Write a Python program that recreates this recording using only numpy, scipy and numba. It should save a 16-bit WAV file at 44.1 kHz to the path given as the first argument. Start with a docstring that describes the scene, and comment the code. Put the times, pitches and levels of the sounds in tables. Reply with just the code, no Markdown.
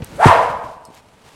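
"""Rubber band swung in a garage

One full swing of a rubber band on a grip. Vortices shed off the band sing a tone that rises and falls with
its speed, with an octave and a hiss of turbulence; low thuds sound too, and one in mid-swing overloads the
microphone. Hard walls answer the swing, the thuds and small ticks with decaying diffuse noise. Grains of
cloth rustle, room tone and a low rumble lie beneath."""
import sys
import numpy as np
from scipy import signal
from scipy.fft import rfft, irfft, next_fast_len
from scipy.io import wavfile
from scipy.ndimage import uniform_filter1d
from numba import njit

SR = 44100
rng = np.random.default_rng(int(sys.argv[2]) if len(sys.argv) > 2 else 0)


def dump_mix(stems):
    """Bounce the given channels to the path in sys.argv[1] as a 16-bit WAV at rate SR."""
    frames = np.atleast_2d(stems).T  # one column per channel
    limited = np.clip(frames, -1, 1)  # hard clip at full scale
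    pcm = np.round(limited * 32767).astype(np.int16)
    wavfile.write(sys.argv[1], SR, pcm)


N = 59535
T = np.arange(N) / SR  # time of each sample, s


def undb(db):
    """Amplitude ratio: 20 dB is a factor of ten."""
    return 10 ** (np.asarray(db) / 20)


def unit(x):
    """Normalisation to an rms of 1."""
    return x / np.sqrt(np.mean(x ** 2))


def curve(rows, axis):
    """Linear interpolation: one column of a time table, per sample."""
    rows = np.array(rows)
    return np.interp(T, rows[:, 0], rows[:, axis])


def colour(x, points):
    """Spectral shaping: weight x by a (Hz, dB) spectrum; rms 1."""
    hz, db = np.array(points).T
    f = np.maximum(np.fft.rfftfreq(len(x), 1 / SR), 1)
    gain_db = np.interp(np.log(f), np.log(hz), db)
    gain_db -= 20 * np.maximum(np.log2(hz[0] / f), 0)  # 20 dB per octave below the first point
    return unit(irfft(rfft(x) * undb(gain_db), len(x)))


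def walk(rate):
    """Slow random modulation: noise averaged twice over 1 / rate seconds; rms 1."""
    width = max(int(SR / rate), 1)
    once = uniform_filter1d(rng.standard_normal(N), width)
    return unit(uniform_filter1d(once, width))


@njit
def svf(x, hz, share):
    """Resonance: a state-variable band-pass with a moving centre; share sets its width over its centre."""
    y, b, l = np.empty(len(x)), 0., 0.  # b, l: band-pass and low-pass states
    for i in range(len(x)):
        g = np.tan(np.pi * hz[i] / SR)
        v = (b + g * (x[i] - l)) / (1 + g * (g + share))
        b, l, y[i] = 2 * v - b, l + 2 * g * v, share * v
    return y


def whirr(hz, share):
    """Narrow-band noise: two cascaded resonances around a moving centre steepen the skirts; rms 1."""
    hz = np.minimum(hz * np.ones(N), .45 * SR)
    once = svf(rng.standard_normal(N), hz, 1. * share)
    return unit(svf(once, hz, 1. 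* share))


def band():
    """Aeolian tone: vortices shed at a rate set by the band's speed, with octave, spread and turbulence."""
    # Shedding pitch, following the band's speed. Each row: time in seconds, pitch in Hz.
    pitch = [(.165, 480), (.19, 545), (.207, 650), (.228, 810), (.248, 970), (.27, 900), (.29, 1010),
             (.302, 1110), (.312, 920), (.322, 700), (.335, 520), (.355, 470), (.6, 440)]
    # Swing. Each row: time in seconds, then levels in dB of tone, turbulence and fine treble hiss.
    swing_levels = [(.11, -61, -62, -73), (.165, -55, -54, -51), (.19, -22.5, -43, -54.5),
                    (.207, -11.5, -34, -44.5), (.228, -8, -22, -43.5), (.247, -7, -21, -37.5),
                    (.262, -23.5, -11.5, -32.5), (.285, -17, -11.5, -39), (.302, -15, -27, -39),
                    (.318, -8, -37, -63), (.335, -19.5, -24, -66), (.355, -19, -58.5, -68),
                    (.38, -41, -60, -74), (.43, -54, -27.5, -46), (.48, -60, -40, -66),
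                    (.6, -65.5, -67, -71)]
    # Share of the band that sheds out of step. Each row: time in seconds, level in dB against the tone.
    spread_levels = [(.17, -3), (.2, -12), (.24, -6), (.29, -1), (.34, -6)]
    # Turbulence spectrum. Each row: frequency in Hz, relative level in dB per Hz.
    turbulence = [(710, 6.5), (1200, 5), (1570, 7), (1750, -2), (2430, -5.5), (3980, -15), (8600, -21.5),
                  (15500, -60)]
    pitch_wobble, level_wobble_db, wobble_per_s = .05, 4, 150  # rms share of pitch, rms dB, rate
    octave_db, treble_hz = -16, 8500  # octave against the tone; centre of the treble hiss

    hz = curve(pitch, axis=1)
    wavering_hz = hz * (1 + pitch_wobble * walk(wobble_per_s))
    phase = 2 * np.pi * np.cumsum(wavering_hz) / SR
    tone = np.sqrt(2) * undb(level_wobble_db * walk(wobble_per_s)) * np.sin(phase)
    octave = undb(octave_db) * whirr(2 * hz, .35)
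    spread = undb(curve(spread_levels, axis=1)) * whirr(hz, .6)
    hiss = colour(rng.standard_normal(N), turbulence) * undb(1.5 * walk(40))
    treble = whirr(treble_hz, 0.73)
    return (undb(curve(swing_levels, axis=1)) * (tone + octave + spread)
            + undb(curve(swing_levels, axis=2)) * hiss
            + undb(curve(swing_levels, axis=3)) * treble)


def thuds():
    """Damped oscillation: each thud is a low sine whose pitch sags as it dies, with noisy grit on it."""
    # Each row: start in seconds, nominal peak in dB, first and last pitch in Hz, seconds to fall 20 dB.
    thud_rows = [(.0028, -25, 520, 150, .02), (.0203, -15, 500, 85, .016), (.2568, 6, 440, 118, .021),
                 (.280, -9, 200, 95, .032), (.55, -36, 160, 70, .03), (.764, -34, 400, 100, .012),
                 (.8853, -29, 560, 150, .007), (.902, -31, 560, 150, .007)]
    sag_s, rise_s = .0022, .002  # time constants of the pitch sag and of the onset
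    grit = undb(-9.5) * whirr(362, 0.87)
    out = np.zeros(N)
    for s, db, first_hz, last_hz, fade_s in thud_rows:
        t = np.maximum(T - s, 0)
        turns = last_hz * t + (first_hz - last_hz) * sag_s * (1 - np.exp(-t / sag_s))
        level = undb(db - 20 * (t / fade_s) ** 2) * (1 - np.exp(-t / rise_s))  # fades ever faster
        out -= level * (np.sin(2 * np.pi * turns) + grit)
    return out


def ticks():
    """Impulsive excitation: a dying burst of noise also rattles the modes of a small hard part."""
    # Each row: start in seconds, nominal peak in dB, centre in Hz, T60 in seconds, ring level in dB.
    tick_rows = [(0.0201, -33.5, 2120, 0.12, -77), (.0453, -18, 9500, .006, -80),
                 (.8517, -28, 7000, .012, -50), (.872, -46, 8800, .008, -80),
                 (0.9457, -38, 7950, 0.0073, -80), (0.9508, -36, 8900, 0.005, -93),
                 (.965, -55.5, 3200, 0.16, -83), (0.9842, -34.5, 4900, 0.006, -76),
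                 (1.338, -46, 3180, 0.017, -80)]
    # Modes of the hard part. Each row: centre in Hz, relative level in dB, T60 in seconds, width share.
    ring_rows = [(4312, 1, .09, .05), (5179, -1, .09, .03), (8500, -5, .15, .12)]
    modes = [whirr(hz, share) for hz, _, _, share in ring_rows]
    out = np.zeros(N)
    for s, db, hz, t60, ring_db in tick_rows:
        t = np.maximum(T - s, 0)
        ring = sum(undb(row[1] - 60 * t / row[2]) * mode for row, mode in zip(ring_rows, modes))
        burst = undb(db - 60 * t / t60) * whirr(hz, 1.2) / 2  # halved: peaks stand well above the rms
        out += (T >= s) * (burst + undb(ring_db) * ring)
    return out


def garage(x):
    """Diffuse reverberation: quarter-octave noise bands, each dying at its own rate.

    The band moves through the room, so every stretch of its path has an echo pattern of its own."""
    # Each row: frequency in Hz, T60 in seconds, relative echo level in dB.
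    hz, t60, db = np.array([(100, 0.17, 20.5), (394, 0.68, -3), (494, 0.76, 4.5), (710, 0.95, 0.5),
                            (1030, 0.86, 1), (1177, 0.88, -1.5), (1550, 0.69, 1.5), (2880, 0.58, 3.5),
                            (8170, 0.55, -4.5), (15000, .3, 7.5)]).T
    first_echo_s, build_s = 0.014, 0.0078  # start of the decay; time constant of the build-up
    from_s, to_s, place_s = .17, .41, .012  # the band moves between these times; time per place

    t = np.maximum(T - first_echo_s, 0)
    f = np.maximum(np.fft.rfftfreq(N, 1 / SR), 1)
    mids = 45 * 2 ** np.arange(0, 8.5, .25)[:, None]  # band centres, Hz
    at = lambda column: np.interp(np.log(mids), np.log(hz), column)
    shapes = np.cos(np.pi * np.clip(2 * np.log2(f / mids), -.5, .5)) ** 2
    noise = irfft(rfft(rng.standard_normal(N)) * shapes, N)
    bands = np.tile(noise, 2).astype(np.float32)  # twice round, so that a pattern may start anywhere
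    fades = (undb(at(db) - 60 * t / at(t60)) * (1 - np.exp(-t / build_s))).astype(np.float32)

    place = np.clip((T - from_s) / place_s, 0, round((to_s - from_s) / place_s))
    size, out = next_fast_len(2 * N), 0
    for k, start in enumerate(rng.integers(0, N, int(place[-1]) + 1)):
        tail = np.einsum("bn,bn->n", bands[:, start:start + N], fades)
        tail = tail / np.sqrt(np.sum(tail ** 2))  # unit energy
        here = x * np.cos(np.pi / 2 * np.clip(place - k, -1, 1))  # crossfade between places
        out = out + rfft(here, size) * rfft(tail, size)
    return irfft(out, size)[:N]


def rustle():
    """Granular friction: dense cloth grains of uneven size, in soft clumps."""
    # Each row: time in seconds, level in dB.
    rustle_levels = [(0, -63), (.02, -79), (.035, -48), (.06, -42.5), (.12, -50.5), (.19, -50.5), (.3, -45),
                     (.65, -54), (.73, -49.5), (.8, -64.5), (.9, -58.5), (.945, -50), (.99, -50.5),
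                     (1.02, -58.5), (1.2, -57), (1.24, -51.5), (1.3, -49), (1.35, -48.5)]
    # Cloth spectrum. Each row: frequency in Hz, relative level in dB per Hz.
    rustle_colour = [(180, -32), (300, 4), (484, -13.5), (892, 4.5), (1390, -5.5), (2520, -4.5),
                     (8990, -14.5), (15500, -28)]
    grains_per_s, grain_spread_db = 12000, 1.8  # spread: mean of the exponential grain sizes
    hit = rng.random(N) < grains_per_s / SR
    size = rng.exponential(size=N)
    grains = hit * undb(grain_spread_db * size) * rng.standard_normal(N)
    return colour(grains, rustle_colour) * undb(curve(rustle_levels, axis=1) + 1.43 * walk(100))


def background():
    """Stationary and modulated noise: steady room tone and a low rumble that comes in lumps."""
    # Room-tone spectrum. Each row: frequency in Hz, relative level in dB per Hz.
    room_tone = [(12, -68), (20, -6), (112, 3), (245, -1), (342, -7.5), (649, -4.5), (1450, -13),
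                 (1580, -14.5), (2920, -16.5), (15500, -54)]
    # Low rumble while the body turns. Each row: time in seconds, level in dB.
    rumble_levels = [(0, -55), (.1, -39), (.2, -35), (.35, -33.5), (.5, -37), (.7, -51), (1.0, -74),
                     (1.35, -63)]
    room_tone_db, rumble_hz = -53, 90.
    rumble = unit(svf(rng.standard_normal(N), np.full(N, rumble_hz), 2.0))
    lumpy = rumble * undb(5.2 * walk(36))
    tone = colour(rng.standard_normal(N), room_tone) * undb(room_tone_db)
    return tone + lumpy * undb(curve(rumble_levels, axis=1))


def scene():
    """Superposition: direct sounds, their reverberation and the background."""
    thud_room_db, tick_room_db, garage_db = -34.5, -25.5, -4.5  # sends to the room; its return
    swing, lows, small = band(), thuds(), ticks()
    wet = garage(swing + undb(thud_room_db) * lows + undb(tick_room_db) * small)
    return (swing + lows + small + undb(garage_db) * wet + rustle() + background())[None]


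def record(dry):
    """Saturation and band limiting: peaks flatten near full scale, then the top is cut."""
    ceiling, knee, top_hz = 1.04, 6.0, 15900  # amplitude limit, sharpness of its bend, cutoff in Hz
    flat = dry / (1 + np.abs(dry / ceiling) ** knee) ** (1 / knee)
    low_pass = signal.ellip(10, .2, 70, top_hz, fs=SR, output="sos")
    return signal.sosfilt(low_pass, flat)


dry = scene()
out = record(dry)
dump_mix(out)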